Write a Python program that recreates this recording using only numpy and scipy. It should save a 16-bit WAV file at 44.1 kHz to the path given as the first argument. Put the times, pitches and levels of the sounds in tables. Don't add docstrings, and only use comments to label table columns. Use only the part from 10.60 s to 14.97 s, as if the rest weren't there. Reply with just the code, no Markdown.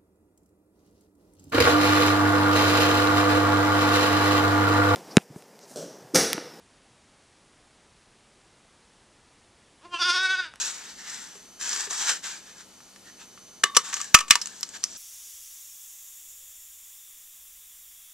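import sys
import numpy as np
from scipy import signal
from scipy.fft import rfft, irfft, next_fast_len
from scipy.io import wavfile
from scipy.ndimage import uniform_filter1d, map_coordinates

SR = 44100
rng = np.random.default_rng(int(sys.argv[2]) if len(sys.argv) > 2 else 0)


def to_wav(sig):
    pcm = np.clip(np.atleast_2d(sig), -1, 1) * 32767
    pcm = np.round(pcm).astype(np.int16)
    wavfile.write(sys.argv[1], SR, pcm.T)


N = 192805

# t/s, level/dB, rise/s, hold/s, knock/dB, treble/dB,
# main contact resonance f/Hz, its gain/dB, second resonance f/Hz, grip of the hand (0-1)
BLOWS = [ (3.0345, 15.2, 0.004, 0.0023, 0, -1.5, 1730, 10, 394, 0),
         (3.1661, 17, 0.00061, 0.0057, 1, 2, 1106, 6.5, 458, 0),
         (3.5425, 25.5, 0.00284, 0.00502, -7.5, -0.5, 1295, 8.5, 2450, .5),
         (3.7068, 20, .00079, .0027, -12.5, 1.5, 2295, 11, 3860, 0.9),
         (3.7548, 7, 0.0002, 0.001, -3, 1.5, 920, 18.5, 1640, 1)]
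def clacks(t60=0.014, second_db=6):
    track = np.zeros((2, N))
    for start, db, rise, hold, knock_db, treble_db, main_hz, main_db, second_hz, _ in BLOWS:
        spots = [(main_hz, main_db), (second_hz, second_db)]
        add(track, start, amp(db) * contact(rise, hold, t60, knock_db, treble_db, spots, hollow=0.75))
    return spread(track)


# f/Hz, level/dB
SHELL_SPECTRUM = [(60, -31), (170, -13), (300, -13.5), (400, -8), (680, -11), (1000, -3), (2500, -3.5),
                  (3600, 0), (6000, 1.5), (8000, 3), (10500, -11.5), (14000, -17.5)]
# f/Hz, half-width/Hz, gain/dB at hollow = 1
SHELL_MODES = [(492, 27, 9), (1158, 61, 15), (1269, 23, 9.5), (1438, 26, 6.5), (1770, 76, 10),
               (2116, 17, 9.5), (2550, 114, 9.5), (2907, 41, 13.5), (3150, 75, 7), (3930, 110, -3),
               (4010, 18, 7.5), (4430, 30, 7), (5383, 47, 8.5), (5900, 180, 7), (6670, 75, 4.5)]
def contact(rise, hold, t60, knock_db, treble_db, spots, hollow, size=8192):
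    t, hz = np.arange(size) / SR, np.fft.rfftfreq(size, 1 / SR)
    force = np.minimum(t / rise, 1) * amp(-60 * np.maximum(t - rise - hold, 0) / t60)
    chatter = rng.standard_normal((2, size))
    for _ in range(2):
        phase = np.angle(rfft(chatter * np.sqrt(force)))
        chatter = irfft(np.exp(1j * phase))
    chatter *= np.sqrt(force)
    chatter /= np.linalg.norm(chatter, axis=1, keepdims=True)
    peak = lambda centre, width: 1 / (1 + ((hz - centre) / width) ** 2)
    db = along(SHELL_SPECTRUM, hz)
    db += hollow * sum(gain * peak(f, width) for f, width, gain in SHELL_MODES)
    db += sum(gain * peak(f, 0.13 * f) for f, gain in spots)
    db += along([(550, knock_db), (1050, 0), (2600, 0.0038), (5500, treble_db)], hz)
    db += 2.5 * ripple(hz.shape, size=(20,)) * along([(1000, .4), (2500, 1)], hz)
    return irfft(rfft(chatter) * minimum_phase(db))


# f/Hz, relative level/dB, undamped by the hand t60/s
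STEEL_MODES = [(1096, -5.5, 0.82), (1143, -2.5, 0.9), (1240, -13, .5), (2046, -6, 0.26), (2995, -4, 0.25),
               (3660, -6, 0.44), (4430, -16, .2), (6000, -22.5, .18)]
def steel_ring(ring_db=-50, grip_db=-27, grip_damping=0.63, buzz=0.36):
    track, t = np.zeros(N), np.arange(SR) / SR
    for start, db, rise, *_, grip in BLOWS:
        life = 1 - grip_damping * grip
        ring = np.zeros(SR)
        for hz, level, t60 in STEEL_MODES:
            decay = amp(level + rng.normal(0, 1.2) - 60 * t / (t60 * life))
            ring += decay * np.sin(2 * np.pi * hz * t)
        add(track, start + rise, amp(db + ring_db + grip_db * grip) * ring)
    return track * (1 + buzz * wobble(150))


# t/s, level/dB, hold/s, t60/s, treble/dB, contact resonance f/Hz
DIE_KNOCKS = [ (2.203, -25, .0003, .035, -8, 1600), (2.36, -22.5, .0003, .012, -2, 1900),
              (2.775, -18, .0003, .03, -16, 1400), (3.1473, 1, .013, .022, -6, 5800),
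              (3.328, 0.5, .005, 0.042, -5, 1800), (3.366, -5.5, .001, .035, -1, 1260),
              (3.401, -5.5, .001, 0.066, -1, 1251), (3.587, 2, 0.0037, 0.015, 1, 2300),
              (3.6045, 2, 0.0046, .018, -1, 1140), (3.68, -10.5, .0005, 0.07, -3.5, 7450),
              (3.7, -6.5, 0.0049, 0.011, 1, 7540), (3.714, 7, .003, .14, -6, 2130)]
def die_rattle(rise=0.0013, knock_db=-5.5, spot_db=9):
    track = np.zeros((2, N))
    for start, db, hold, t60, treble_db, hz in DIE_KNOCKS:
        knock = contact(rise, hold, t60, knock_db, treble_db, [(hz, spot_db)], hollow=0.75)
        add(track, start, amp(db) * knock)
    return spread(track)


# t/s, level/dB
LOW_THUMPS = [(3.1655, -55), (3.5458, -14), (3.706, -50)]
def low_thump(pulse_s=0.0011, tail_s=0.049):
    track, t = np.zeros(N), np.arange(SR // 2) / SR
    pulse = t / pulse_s * np.exp(1 - t / pulse_s)
    tail = np.e * pulse_s * t / tail_s ** 2 * np.exp(-t / tail_s)
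    for start, db in LOW_THUMPS:
        add(track, start, amp(db) * (pulse - tail))
    return track


# f/Hz, relative level/dB
SHEET_SPECTRUM = [(150, -54), (260, -18.5), (400, -16), (610, -20.5), (800, -9.5), (930, -5), (1030, -10.5),
                  (1350, -4), (1670, 0.5), (1880, -1.2), (2020, -7), (2900, -6), (4000, -7.5), (5500, -26)]
EDGE_SPECTRUM = [(2000, -33), (3200, -10), (4500, -5.5), (5500, -3), (5850, 0.5), (6600, -2), (7500, 2.5),
                 (8300, -8), (9200, -12.5), (10200, -22), (14000, -29.5)]
# t/s, rise/s, slide/s, fall by 20 dB/s, sheet level/dB, edge over sheet/dB
PUSHES = [ (-0.02, .02, 0.062, 0.14, -37, 8), (0.11, 0.051, .135, 0.12, -46.5, 3.5),
          (0.34, .06, 0.048, 0.05, -47, 2.5), (0.43, 0.058, .005, 0.34, -42, 4),
          (0.982, .05, .015, 0.2, -40, 6), (1.03, 0.052, 0.17, 0.05, -37.5, 6.5),
          (1.286, 0.026, 0.089, 0.09, -39.5, 8), (1.37, 0.049, .05, 0.0642, -33.5, 3.5),
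          (1.455, 0.041, .002, 0.09, -28.5, 3.2), (1.615, 0.038, .025, .14, -37.5, 4),
          (1.83, 0.043, .02, 0.1051, -52.5, 3), (1.93, 0.078, .003, .04, -53.5, 4.5),
          (2.44, 0.039, 0.0046, 0.06, -54, 0.5), (2.57, .04, 0.0073, .06, -50.5, 1.5),
          (3.225, 0.03, 0.15, 0.16, -42, 6), (3.77, 0.034, 0.056, 0.33, -50.5, 6),
          (3.94, 0.022, 0.15, 1, -59, 10), (4.12, 0.042, .003, 0.02, -42, 3.5),
          (4.24, .07, .07, .1, -58.5, 15)]
def card_slide(slowing_db_per_s=9):
    sheet_power, edge_power = np.zeros((2, N))
    for start, rise, slide, fall, db, edge_db in PUSHES:
        push = amp(db) * swell(start, rise, slide, fall, slowing_db_per_s)
        sheet_power += push ** 2
        edge_power += (amp(edge_db) * push) ** 2
    sheet = friction(SHEET_SPECTRUM, catches_per_s=600, catch_db=-11.5, flutter_db=0.27, flex_db=2.5)
    edge = friction(EDGE_SPECTRUM, catches_per_s=300, catch_db=-7, flutter_db=0.96, flex_db=2.0)
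    pressure = amp(.7 * wobble(35))
    return (np.sqrt(sheet_power) * sheet + np.sqrt(edge_power) * edge) * pressure


def friction(spectrum, catches_per_s, catch_db, flutter_db, flex_db):
    catches = (rng.random(N) < catches_per_s / SR) * rng.standard_normal((2, N))
    rub = rng.standard_normal((2, N)) + amp(catch_db) * unit(catches)
    rub *= amp(flutter_db * wobble(70))
    return spread(coloured(flexed(rub, flex_db), spectrum))


def flexed(x, depth_db):
    frames = signal.stft(x, nperseg=1024)[2]
    frames *= amp(depth_db * ripple(frames.shape[1:], size=(3, 10)))
    return signal.istft(frames, nperseg=1024)[1][:, :N]


# t/s, level/dB, t60/s, treble/dB, resonance f/Hz
EDGE_TICKS = [ (1.011, -9.5, 0.11, 2.5, 1710), (1.093, -11, .01, 1, 7000), (1.13, -5.5, .04, -2, 6000),
              (1.162, -5.5, .008, -2.5, 6960), (1.206, -11.5, 0.018, 0, 6250),
              (1.308, -7.5, 0.043, -1, 6450), (1.494, 2.5, 0.045, -9.5, 1730),
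              (1.641, -13.5, .08, -1, 1700), (2.008, -21, .03, 2.5, 1500), (3.3408, -2.5, .018, 1, 6500),
              (3.4141, -7.5, 0.01, 0.5, 6700), (3.443, -14, 0.019, -4, 7350),
              (3.8148, -8, 0.065, 6.5, 5300), (3.8578, -12, .01, 1.5, 6900), (3.871, -11, 0.01, 0.5, 7460),
              (4.009, -26.5, 0.0038, 16.5, 11400), (4.03, -3, 0.031, 1.5, 5240), (4.09, -26, .014, 9, 7850),
              (4.232, -13, 0.11, 5, 4600), (4.239, -3.5, 0.011, 6.5, 5650)]
# t/s, level/dB, resonance f/Hz
SHEET_BUMPS = [(0.753, -18, 420), (1.272, -10.5, 402), (1.309, -9.5, 723)]
def card_taps(rise=0.00058, hold=0.00013, hollow=0.43):
    track = np.zeros((2, N))
    for start, db, t60, treble_db, hz in EDGE_TICKS:
        tick = contact(rise, hold, t60, knock_db=-6, treble_db=treble_db, spots=[(hz, 12)], hollow=hollow)
        add(track, start, amp(db) * tick)
    for start, db, hz in SHEET_BUMPS:
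        bump = contact(rise, hold, t60=0.056, knock_db=10, treble_db=-10, spots=[(hz, 14.5)], hollow=hollow)
        add(track, start, amp(db) * bump)
    return spread(track)


# f/Hz, t60/s
ROOM_DECAY = [(200, 0.18), (1200, .2), (5000, 0.17), (12000, 0.13)]
def reverberation(x, delay_s=.004):
    hz, t, frames = signal.stft(rng.standard_normal((2, SR // 3)), SR, nperseg=256)
    decay = amp(-60 * t / along(ROOM_DECAY, hz)[:, None])
    tail = signal.istft(frames * decay, SR, nperseg=256)[1]
    tail /= np.linalg.norm(tail[0])
    tail = np.pad(tail, ((0, 0), (round(delay_s * SR), 0)))
    return spread(signal.fftconvolve(x[:1], tail, axes=1)[:, :N])


# f/Hz, relative level/dB
HISS_SPECTRUM = [(15, -22), (25, -13.5), (70, -11.5), (197, -6), (301, -6.5), (598, -10), (1250, -12.5),
                 (2770, -16), (3000, -15), (3340, -14.5), (4470, -11.5), (4830, -14.5), (6130, -9),
                 (13900, -24)]
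def room_hiss(level_db=-53):
    ribs = lambda hz: amp(ripple(hz.shape, size=(200,)) * along([(500, .5), (2500, 1.9)], hz))
    noise = filtered(rng.standard_normal((2, N)), ribs)
    return amp(level_db) * spread(coloured(noise, HISS_SPECTRUM))


# f/Hz, level/dB
CAMERA_TONES = [(195, -69), (249, -73), (3009, -70), (3628, -75), (4344, -76), (4592, -70), (5050, -77),
                (6638, -77)]
# t/s, duration/s, level/dB
WHINE_SPELLS = [(0, 1.9, -58), (2.087, 0.2, -63), (2.457, 0.59, -58), (2.8, .22, -58)]
def camera_whine(whine_hz=6126, idle_db=-69, fade_s=.025):
    hum = sum(amp(db) * tone(hz) for hz, db in CAMERA_TONES)
    spells = [amp(db) * swell(start, fade_s, length, fade_s) for start, length, db in WHINE_SPELLS]
    whine_gain = np.hypot(np.linalg.norm(spells, axis=0), amp(idle_db))
    return hum + whine_gain * tone(whine_hz)


def tone(hz, drift_hz=3):
    phase = 2 * np.pi * np.cumsum(hz + drift_hz * wobble(40)) / SR
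    return np.sqrt(2) * amp(wobble(34)) * np.sin(phase)


# f/Hz, coherence (0-1)
COHERENCE = [(100, 0.74), (1200, 0.9), (2200, 0.8), (4000, 0.57), (6000, 1), (8000, 0.22), (11000, 0.19)]
def spread(pair):
    angle = lambda hz: np.arccos(np.clip(along(COHERENCE, hz), 0, 1)) / 2
    mid, side = filtered(pair, lambda hz: np.array([np.cos(angle(hz)), np.sin(angle(hz))]))
    return np.array([mid + side, mid - side])


def swell(start, rise, hold, fall, sag_db_per_s=0, steepening=1.35):
    t = np.arange(N) / SR - start
    attack = np.sin(np.pi / 2 * np.clip(t / rise, 0, 1)) ** 2
    sag_db = sag_db_per_s * np.clip(t - rise, 0, hold)
    release_db = 20 * (np.maximum(t - rise - hold, 0) / fall) ** steepening
    return attack * amp(-sag_db - release_db)


def wobble(rate):
    knots = rng.standard_normal(int(N * rate / SR) + 4)
    return map_coordinates(knots, [np.arange(N) * rate / SR])


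def ripple(shape, size):
    field = rng.standard_normal(shape)
    for axis, cells in enumerate(size):
        field = uniform_filter1d(uniform_filter1d(field, cells, axis), cells, axis)
    return unit(field)


def minimum_phase(db):
    cepstrum = irfft(np.log(amp(db)))
    half = len(cepstrum) // 2
    return np.exp(rfft(np.r_[cepstrum[0], 2 * cepstrum[1:half], np.zeros(half)]))


def filtered(x, response):
    size = next_fast_len(N + SR // 2)
    return irfft(rfft(x, size) * response(np.fft.rfftfreq(size, 1 / SR)), size)[..., :N]


def coloured(x, spectrum):
    return unit(filtered(x, lambda hz: amp(along(spectrum, hz))))


def along(points, hz):
    f, values = np.transpose(points)
    return np.interp(np.log(hz + 1), np.log(f + 1), values)


def add(track, start, sound):
    part = track[..., round(start * SR):][..., :sound.shape[-1]]
    part += sound[..., :part.shape[-1]]


def amp(db):
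    return 10 ** (np.asarray(db) / 20)


def unit(x):
    return x / np.sqrt(np.mean(x ** 2) + 1e-20)


def scene(room_db=-15.5):
    impacts = clacks() + steel_ring() + die_rattle() + card_taps()
    direct = impacts + card_slide() + low_thump()
    return direct + amp(room_db) * reverberation(impacts) + room_hiss() + camera_whine()


# f/Hz, left minus right level/dB
PORT_BALANCE = [(300, 1.5), (1000, 0), (2200, 0.5), (4500, 0), (5900, -5.5), (6600, 1.5), (7300, 14.5),
                (8500, 10.5), (13000, 6.5)]
def record(dry, lag_s=.000028, ceiling=0.99, hardness=9, lopsided=0.023, top_hz=14250):
    side = np.array([[.5], [-.5]])

    def ports(hz):
        gain = amp(side * along(PORT_BALANCE, hz))
        gain /= np.sqrt(np.mean(gain ** 2, axis=0))
        return gain * np.exp(-2j * np.pi * hz * lag_s * side)

    x = filtered(dry, ports)
    limit = ceiling * (1 + lopsided * np.sign(x))
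    saturated = x / (1 + np.abs(x / limit) ** hardness) ** (1 / hardness)
    return filtered(saturated, lambda hz: hz < top_hz)


dry = scene()
out = record(dry)
to_wav(out)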